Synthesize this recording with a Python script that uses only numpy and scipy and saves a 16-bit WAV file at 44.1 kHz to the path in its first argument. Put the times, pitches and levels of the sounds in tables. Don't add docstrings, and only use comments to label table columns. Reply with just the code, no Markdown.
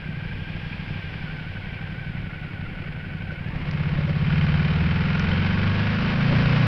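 import sys
import numpy as np
from scipy import signal
from scipy.fft import rfft, irfft, next_fast_len
from scipy.io import wavfile
from scipy.ndimage import map_coordinates

SR = 44100
rng = np.random.default_rng(int(sys.argv[2]) if len(sys.argv) > 2 else 0)


def dump_mix(stems):
    frames = np.atleast_2d(stems).T
    limited = np.clip(frames, -1, 1)
    pcm = np.round(limited * 32767).astype(np.int16)
    wavfile.write(sys.argv[1], SR, pcm)


N = 294130

# time_s, rate_hz
CYCLE_RATE = [(0.0, 11.99), (0.748, 12.411), (1.46, 11.478), (1.813, 11.882), (2.418, 11.182),
              (3.005, 11.548), (3.4, 11.6), (3.663, 16.596), (4.176, 16.903), (4.363, 18.679),
              (4.613, 18.318), (5.438, 23.102), (5.826, 25.682), (6.041, 26.406), (6.25, 27.899),
              (6.67, 29.9)]
# time_s, opening_share
THROTTLE = [(0, 0), (3.38, 0.09), (3.6, 0.47), (3.7, 0.71), (4.17, 0.77), (4.37, 0.9), (6.67, 1)]
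# time_s, level_db
EXHAUST_LEVEL = [(0, -32.8), (1, -35.2), (2.9, -35.2), (3.55, -32.5), (3.75, -45), (4.4, -45), (5.2, -42.5),
                 (6, -40.5), (6.67, -34)]
# frequency_hz, gain_db
PIPE_IDLE = [(15, -32.5), (36, 1), (60, -15.5), (78, -3), (97, -3.5), (117, -4.5), (148, 7.5), (175, 0.5),
             (217, -9.5), (270, -15.5), (350, -20.5), (510, -47), (900, -45.5), (2000, -77)]
PIPE_LOAD = [(100, -26), (220, -4), (290, 1), (520, -2), (700, -10), (1120, -9.5), (3000, -19)]
# pitch_hz, width_hz, gain_db
PIPE_MODES = [(94, 45, 12.5), (198.7, 43, 5)]
# frequency_hz, gain_db
CASES_IDLE = [(150, -30), (320, -1.5), (520, -4), (800, -5), (1150, -12), (1500, -4.5), (1750, -4),
              (2400, -1.5), (3000, -7), (3600, -17), (5000, -26), (9000, -38)]
CASES_LOAD = [(150, -36.5), (320, -3.5), (520, -4), (750, -3.5), (1200, -2), (1550, -1.5), (1850, -3.5),
              (2500, -2), (3080, -7), (3300, -9), (5000, -18), (9000, -21.5)]
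# pitch_hz, width_hz, gain_db
CASE_MODES = [(507, 53, 4.5), (890, 21, 2), (1106, 21, 6), (1660, 54, 3), (1895, 25, 4.5), (2150, 43, 3),
              (2400, 79, 1), (3410, 30, -5.5)]
# time_s, level_db
KNOCK_LEVEL = [(0, -56), (3.5, -55), (3.75, -47), (4.15, -45), (4.3, -39.3), (4.62, -37.5), (4.9, -40),
               (5.3, -37.5), (5.8, -41.5), (6.67, -41)]
# frequency_hz, gain_db
KNOCK_COLOUR = [(300, -28), (1200, -13), (1380, -3), (1450, 4), (1540, -2), (1660, -1), (1850, -6),
                (2300, -4), (2900, -12), (3090, 0), (3250, -17), (9000, -36)]
# time_s, gain_db
WHINE_GAIN = [(0, -46), (3.2, -47.5), (4, -47.5), (5.2, -42), (6.67, -43)]
# frequency_hz, gain_db
GEAR_RADIATION = [(700, -13), (1280, -9), (1420, 0), (1580, 0), (1900, -9), (2400, -3), (2750, -10),
                  (3020, -15), (3300, -17), (5000, -30)]
TOOTH_SLAPS = [(.06, .03, .5), (.34, .07, .45), (.53, .05, .8), (.79, .03, 1.1), (.91, .04, 1.15)]
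# frequency_hz, gain_db
BUFFET = [(12, -11), (24, -6), (38, -5.5), (65, -8), (120, -6.5), (250, -15), (600, -38), (4000, -80)]
# frequency_hz, gain_db
TYRES = [(200, -20), (900, -4), (1200, -6), (2500, 0), (3400, -3.5), (3800, -11), (5000, -15), (10000, -28)]
# time_s, rattle_db, thud_db
BUMPS = [(3.325, -41, -42), (4.0, -39, -50), (4.09, -35, -45), (5.3, -37, -38), (5.78, -37, -39),
         (6.32, -34, -23)]
# frequency_hz, gain_db
FAIRING = [(200, -22), (360, 2.5), (450, -13.5), (570, 3), (680, -19.5), (1500, -29)]
# time_s, level_db
DRONE_LEVEL = [(3.56, -56), (3.85, -41), (4.15, -45), (4.37, -30), (4.68, -32), (4.85, -26), (5.08, -31),
               (5.4, -25.8), (5.87, -24.5), (6.05, -38), (6.25, -27.5), (6.67, -22.5)]
# time_s, gain_db
BOOM_GAIN = [(3.6, -52), (3.68, -35), (3.85, -31.5), (4.15, -30), (4.38, -26.5), (4.68, -28.3),
             (5.8, -26.7), (6.1, -24), (6.28, -19.7), (6.67, -19.8)]
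# multiple_of_cycle_rate, gain_db
GULP_ORDERS = [(2, -15), (3, -14), (5, -2.5), (6, -3), (7, 1), (8, 3.5), (9, 4), (10, 1), (11, 0), (12, -2),
               (13, -2)]
# frequency_hz, gain_db
DUCT = [(75, 0), (104, 0), (119, -17), (134, -3.5), (148, .5), (168, -5), (200, -8), (300, -25)]
DUCT_WIDE = [(115, -8), (145, 0), (175, -4), (205, -15), (330, -28)]
# pitch_hz, width_hz, gain_db
CHAIN_MODES = [(368, 70, -1), (485, 63, -0.5), (697, 46, -8.5), (933, 58, -2.5), (1101, 28, -2)]
# start_s, gain_db
MOUNT_TICKS = [(3.712, -42), (5.1952, -36), (5.9449, -45)]
# frequency_hz, gain_db
TICK_COLOUR = [(1000, -14), (2200, 3), (5300, 10), (7000, 20), (12000, 2)]
# frequency_hz, gain_db
MICROPHONE = [(5100, 0), (5700, -9), (6500, -26), (8000, -40), (12000, -52)]

V_LAG = 270 / 720
IDLE_RATE_HZ = 12


def amp(db):
    return 10 ** (np.asarray(db) / 20)


def unit(x):
    return x / np.sqrt(np.mean(x ** 2) + 1e-20)


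def curve(points):
    return np.interp(np.arange(N) / SR, *np.transpose(points))


def db_at(points, hz):
    f, db = np.transpose(points)
    return np.interp(np.log(hz), np.log(f), db)


def wobble(rate):
    knots = rng.standard_normal(int(N * rate / SR) + 4)
    return map_coordinates(knots, [np.arange(N) * rate / SR])


def resonance(hz, centre, width):
    return 1 / (1 + (2 * (hz - centre) / width) ** 2)


def colour(x, spectrum, modes=()):
    m = 2 * next_fast_len(N // 2 + SR // 4)
    hz = np.fft.rfftfreq(m, 1 / SR)
    db = db_at(spectrum, hz + 1)
    db += sum(peak * resonance(hz, centre, width) for centre, width, peak in modes)
    cepstrum = irfft(np.log(amp(db)), m)
    cepstrum[1:m // 2] *= 2
    cepstrum[m // 2 + 1:] = 0
    return irfft(rfft(x, m) * np.exp(rfft(cepstrum)), m)[:N]


def noise(spectrum):
    return unit(colour(rng.standard_normal(N), spectrum))


def blend(idle, load, share):
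    return np.sqrt(1 - share) * unit(idle) + np.sqrt(share) * unit(load)


def strokes(cycles, angle, scatter_db, jitter_s):
    marks = np.arange(angle, cycles[-1], 1)
    timing, size = rng.standard_normal((len(marks), 2)).T
    at = np.interp(marks, cycles, np.arange(N)) + jitter_s * SR * timing
    return np.bincount(np.clip(at, 0, N - 1).astype(int), amp(scatter_db * size), N)


def gate(cycles, angle, length):
    return np.exp(-((cycles - angle) % 1) / length)


def exhaust(cycles, rate, throttle):
    opens = .69

    def thuds(second_gain, scatter_db, jitter_s):
        first = strokes(cycles, opens, scatter_db, jitter_s)
        second = strokes(cycles, opens + V_LAG, scatter_db, jitter_s)
        return unit((first + second_gain * second) / np.sqrt(rate))

    gas_flow = gate(cycles, opens, length=.33) + gate(cycles, opens + V_LAG, length=.29)
    burble = amp(-11.5) * unit(rng.standard_normal(N) * gas_flow)
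    idle = colour(thuds(.9, scatter_db=2, jitter_s=.0005) + burble, PIPE_IDLE, PIPE_MODES)
    rasp = map_coordinates(rng.standard_normal(512), [cycles % 1 * 512], mode="grid-wrap")
    load = colour(.6 * thuds(1.5, scatter_db=1, jitter_s=.00005) + rasp, PIPE_LOAD)
    return amp(curve(EXHAUST_LEVEL)) * blend(idle, load, throttle ** 3)


def duct_ring(cycles, throttle):
    pitch_hz, t60_s, attack_s = 152, .16, .003
    t = np.arange(SR // 4) / SR
    envelope = amp(-60 * t / t60_s) * (1 - np.exp(-t / attack_s))
    ring = envelope * np.sin(2 * np.pi * pitch_hz * t)
    kicks = strokes(cycles, .06, scatter_db=2.5, jitter_s=.0005)
    kicks += .5 * strokes(cycles, .06 - V_LAG + 1, scatter_db=3, jitter_s=.001)
    return amp(-38.5) * (1 - throttle) ** 2 * unit(signal.fftconvolve(kicks, ring)[:N])


def contacts(cycles, count):
    out = np.zeros(N)
    for k, (push, shift) in enumerate(rng.standard_normal((count, 2))):
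        angle = (k + .3 * shift) / count % 1
        out += np.sign(push) * strokes(cycles, angle, scatter_db=2.5, jitter_s=.00006)
    return out


def clatter(cycles, rate, throttle):
    idle_db, per_doubling_db, load_db = -44, 3.5, 8.5
    surges = gate(cycles, .47, length=.06) + gate(cycles, .88, length=.25)
    valves = gate(4 * cycles, .1, length=.2)
    drive = (1 + .45 * surges + .25 * valves) * amp(1.2 * wobble(140))
    rattle = drive * rng.standard_normal(N)
    grit = drive * unit(contacts(cycles, count=56))
    idle = colour(rattle, CASES_IDLE, CASE_MODES)
    load = colour(rattle + .7 * grit, CASES_LOAD, CASE_MODES)
    level_db = idle_db + per_doubling_db * np.log2(rate / IDLE_RATE_HZ) + load_db * throttle ** 3.55
    return amp(level_db) * blend(idle, load, throttle)


def knock(cycles):
    t = np.arange(SR // 30) / SR

    def rap(angle, decay_s):
        firings = strokes(cycles, angle, scatter_db=1.3, jitter_s=.0004)
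        return signal.fftconvolve(firings, np.exp(-t / decay_s) - np.exp(-t / .0013))[:N]

    force = rap(.485, decay_s=.004) + .6 * rap(.485 + V_LAG, decay_s=.008)
    return amp(curve(KNOCK_LEVEL)) * unit(colour(force * rng.standard_normal(N), KNOCK_COLOUR))


def gear_whine(cycles, rate):
    teeth_per_cycle, lope_below_hz = 65.6, 12.2
    surge = .025 * np.cos(2 * np.pi * (cycles - .1)) + .016 * np.cos(4 * np.pi * (cycles - .2))
    surge += .008 * wobble(220)
    lope = .024 * np.clip(2 * (lope_below_hz - rate), 0, 1) * np.cos(np.pi * (cycles - .35))
    mesh_phase = 2 * np.pi * teeth_per_cycle * np.cumsum(rate + IDLE_RATE_HZ * (surge + lope)) / SR
    tones = np.zeros(N)
    for k in range(1, 5):
        gain_db = db_at(GEAR_RADIATION, k * teeth_per_cycle * rate) + 2.5 * wobble(70)
        tones += amp(gain_db) * np.sin(k * mesh_phase + .5 * wobble(230))
    chatter = np.full(N, .3)
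    for angle, width, strength in TOOTH_SLAPS:
        from_slap = (cycles - angle + .5) % 1 - .5
        chatter += strength * np.exp(-.5 * (from_slap / width) ** 2)
    return amp(curve(WHINE_GAIN)) * np.sqrt(2) * unit(chatter) * tones


def wind(rate):
    idle_db, per_doubling_db = -37.5, 5.8
    lumps_db = 2 * wobble(12)
    return amp(idle_db + per_doubling_db * np.log2(rate / IDLE_RATE_HZ) + lumps_db) * noise(BUFFET)


def passing_car():
    closest_s, half_power_s = .9, .57
    t = np.arange(N) / SR
    relative_distance = np.sqrt(1 + ((t - closest_s) / half_power_s) ** 2)
    return amp(-44) * noise(TYRES) / relative_distance


def bumps():
    t = np.arange(N) / SR
    jolt = lambda time_s, width_s: np.exp(-((t - time_s) / width_s) ** 2)
    rattle = sum(amp(db) * jolt(time_s, width_s=.023) for time_s, db, _ in BUMPS)
    thud = sum(amp(db) * jolt(time_s, width_s=.027) for time_s, _, db in BUMPS)
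    return rattle * noise(FAIRING) + thud * noise(BUFFET)


def drone(cycles):
    return amp(curve(DRONE_LEVEL)) * np.sqrt(2) * np.cos(8 * np.pi * (cycles - .21))


def airbox(cycles, rate, throttle):
    middle_order, delay_per_order, longest_delay = 8.7, .19, .2
    wide = np.interp(rate, [26.7, 28], [0, 1])
    boom = np.zeros(N)
    for order, gulp_db in GULP_ORDERS:
        hz = order * rate
        gain_db = gulp_db + (1 - wide) * db_at(DUCT, hz) + wide * db_at(DUCT_WIDE, hz)
        gain_db += .5 * wobble(18)
        delays = np.minimum(delay_per_order * (np.arange(order) + .5 - middle_order), longest_delay)
        phase = 2 * np.pi * (order * cycles - delays.sum()) + .05 * wobble(25)
        boom += amp(gain_db) * np.sqrt(2) * np.cos(phase)
    throb = 1 + .5 * (1 - throttle) * np.cos(2 * np.pi * (cycles - .03))
    return amp(curve(BOOM_GAIN)) * throb * boom


def cam_chain(cycles, rate, throttle):
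    overtones = np.zeros(N)
    for order in range(14, 60):
        gain = sum(amp(db) * resonance(order * rate, hz, width) for hz, width, db in CHAIN_MODES)
        flicker = amp(3.5 * wobble(14))
        phase = 2 * np.pi * (order * cycles + rng.random()) + .6 * wobble(45)
        overtones += gain * flicker * np.sin(phase)
    return amp(-39.5) * throttle ** 4 * rate / rate.max() * unit(overtones)


def mount_ticks():
    t60_s = .012
    out, t = np.zeros(N), np.arange(SR // 50) / SR
    for start_s, gain_db in MOUNT_TICKS:
        envelope = amp(gain_db + 7 - 60 * t / t60_s)
        out[round(start_s * SR):][:len(t)] += envelope * rng.standard_normal(len(t))
    return colour(out, TICK_COLOUR)


def scene():
    rate, throttle = curve(CYCLE_RATE), curve(THROTTLE)
    cycles = np.cumsum(rate) / SR
    gas = exhaust(cycles, rate, throttle) + airbox(cycles, rate, throttle) + duct_ring(cycles, throttle)
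    metal = clatter(cycles, rate, throttle) + knock(cycles)
    metal += gear_whine(cycles, rate) + cam_chain(cycles, rate, throttle)
    road = passing_car() + wind(rate) + bumps() + mount_ticks()
    return (gas + drone(cycles) + metal + road)[None]


def record(dry):
    whistle_hz, band_limit_hz = 10520, 15200
    hiss = amp(-76) * noise([(100, 0), (7000, 0), (15000, -4)])
    whistle = amp(-87) * np.sqrt(2) * np.sin(2 * np.pi * whistle_hz * np.arange(N) / SR)
    picked_up = colour(dry[0], MICROPHONE) + hiss + whistle
    m = next_fast_len(N + SR // 2)
    in_band = np.fft.rfftfreq(m, 1 / SR) < band_limit_hz
    return irfft(rfft(picked_up, m) * in_band, m)[None, :N]


dry = scene()
out = record(dry)
dump_mix(out)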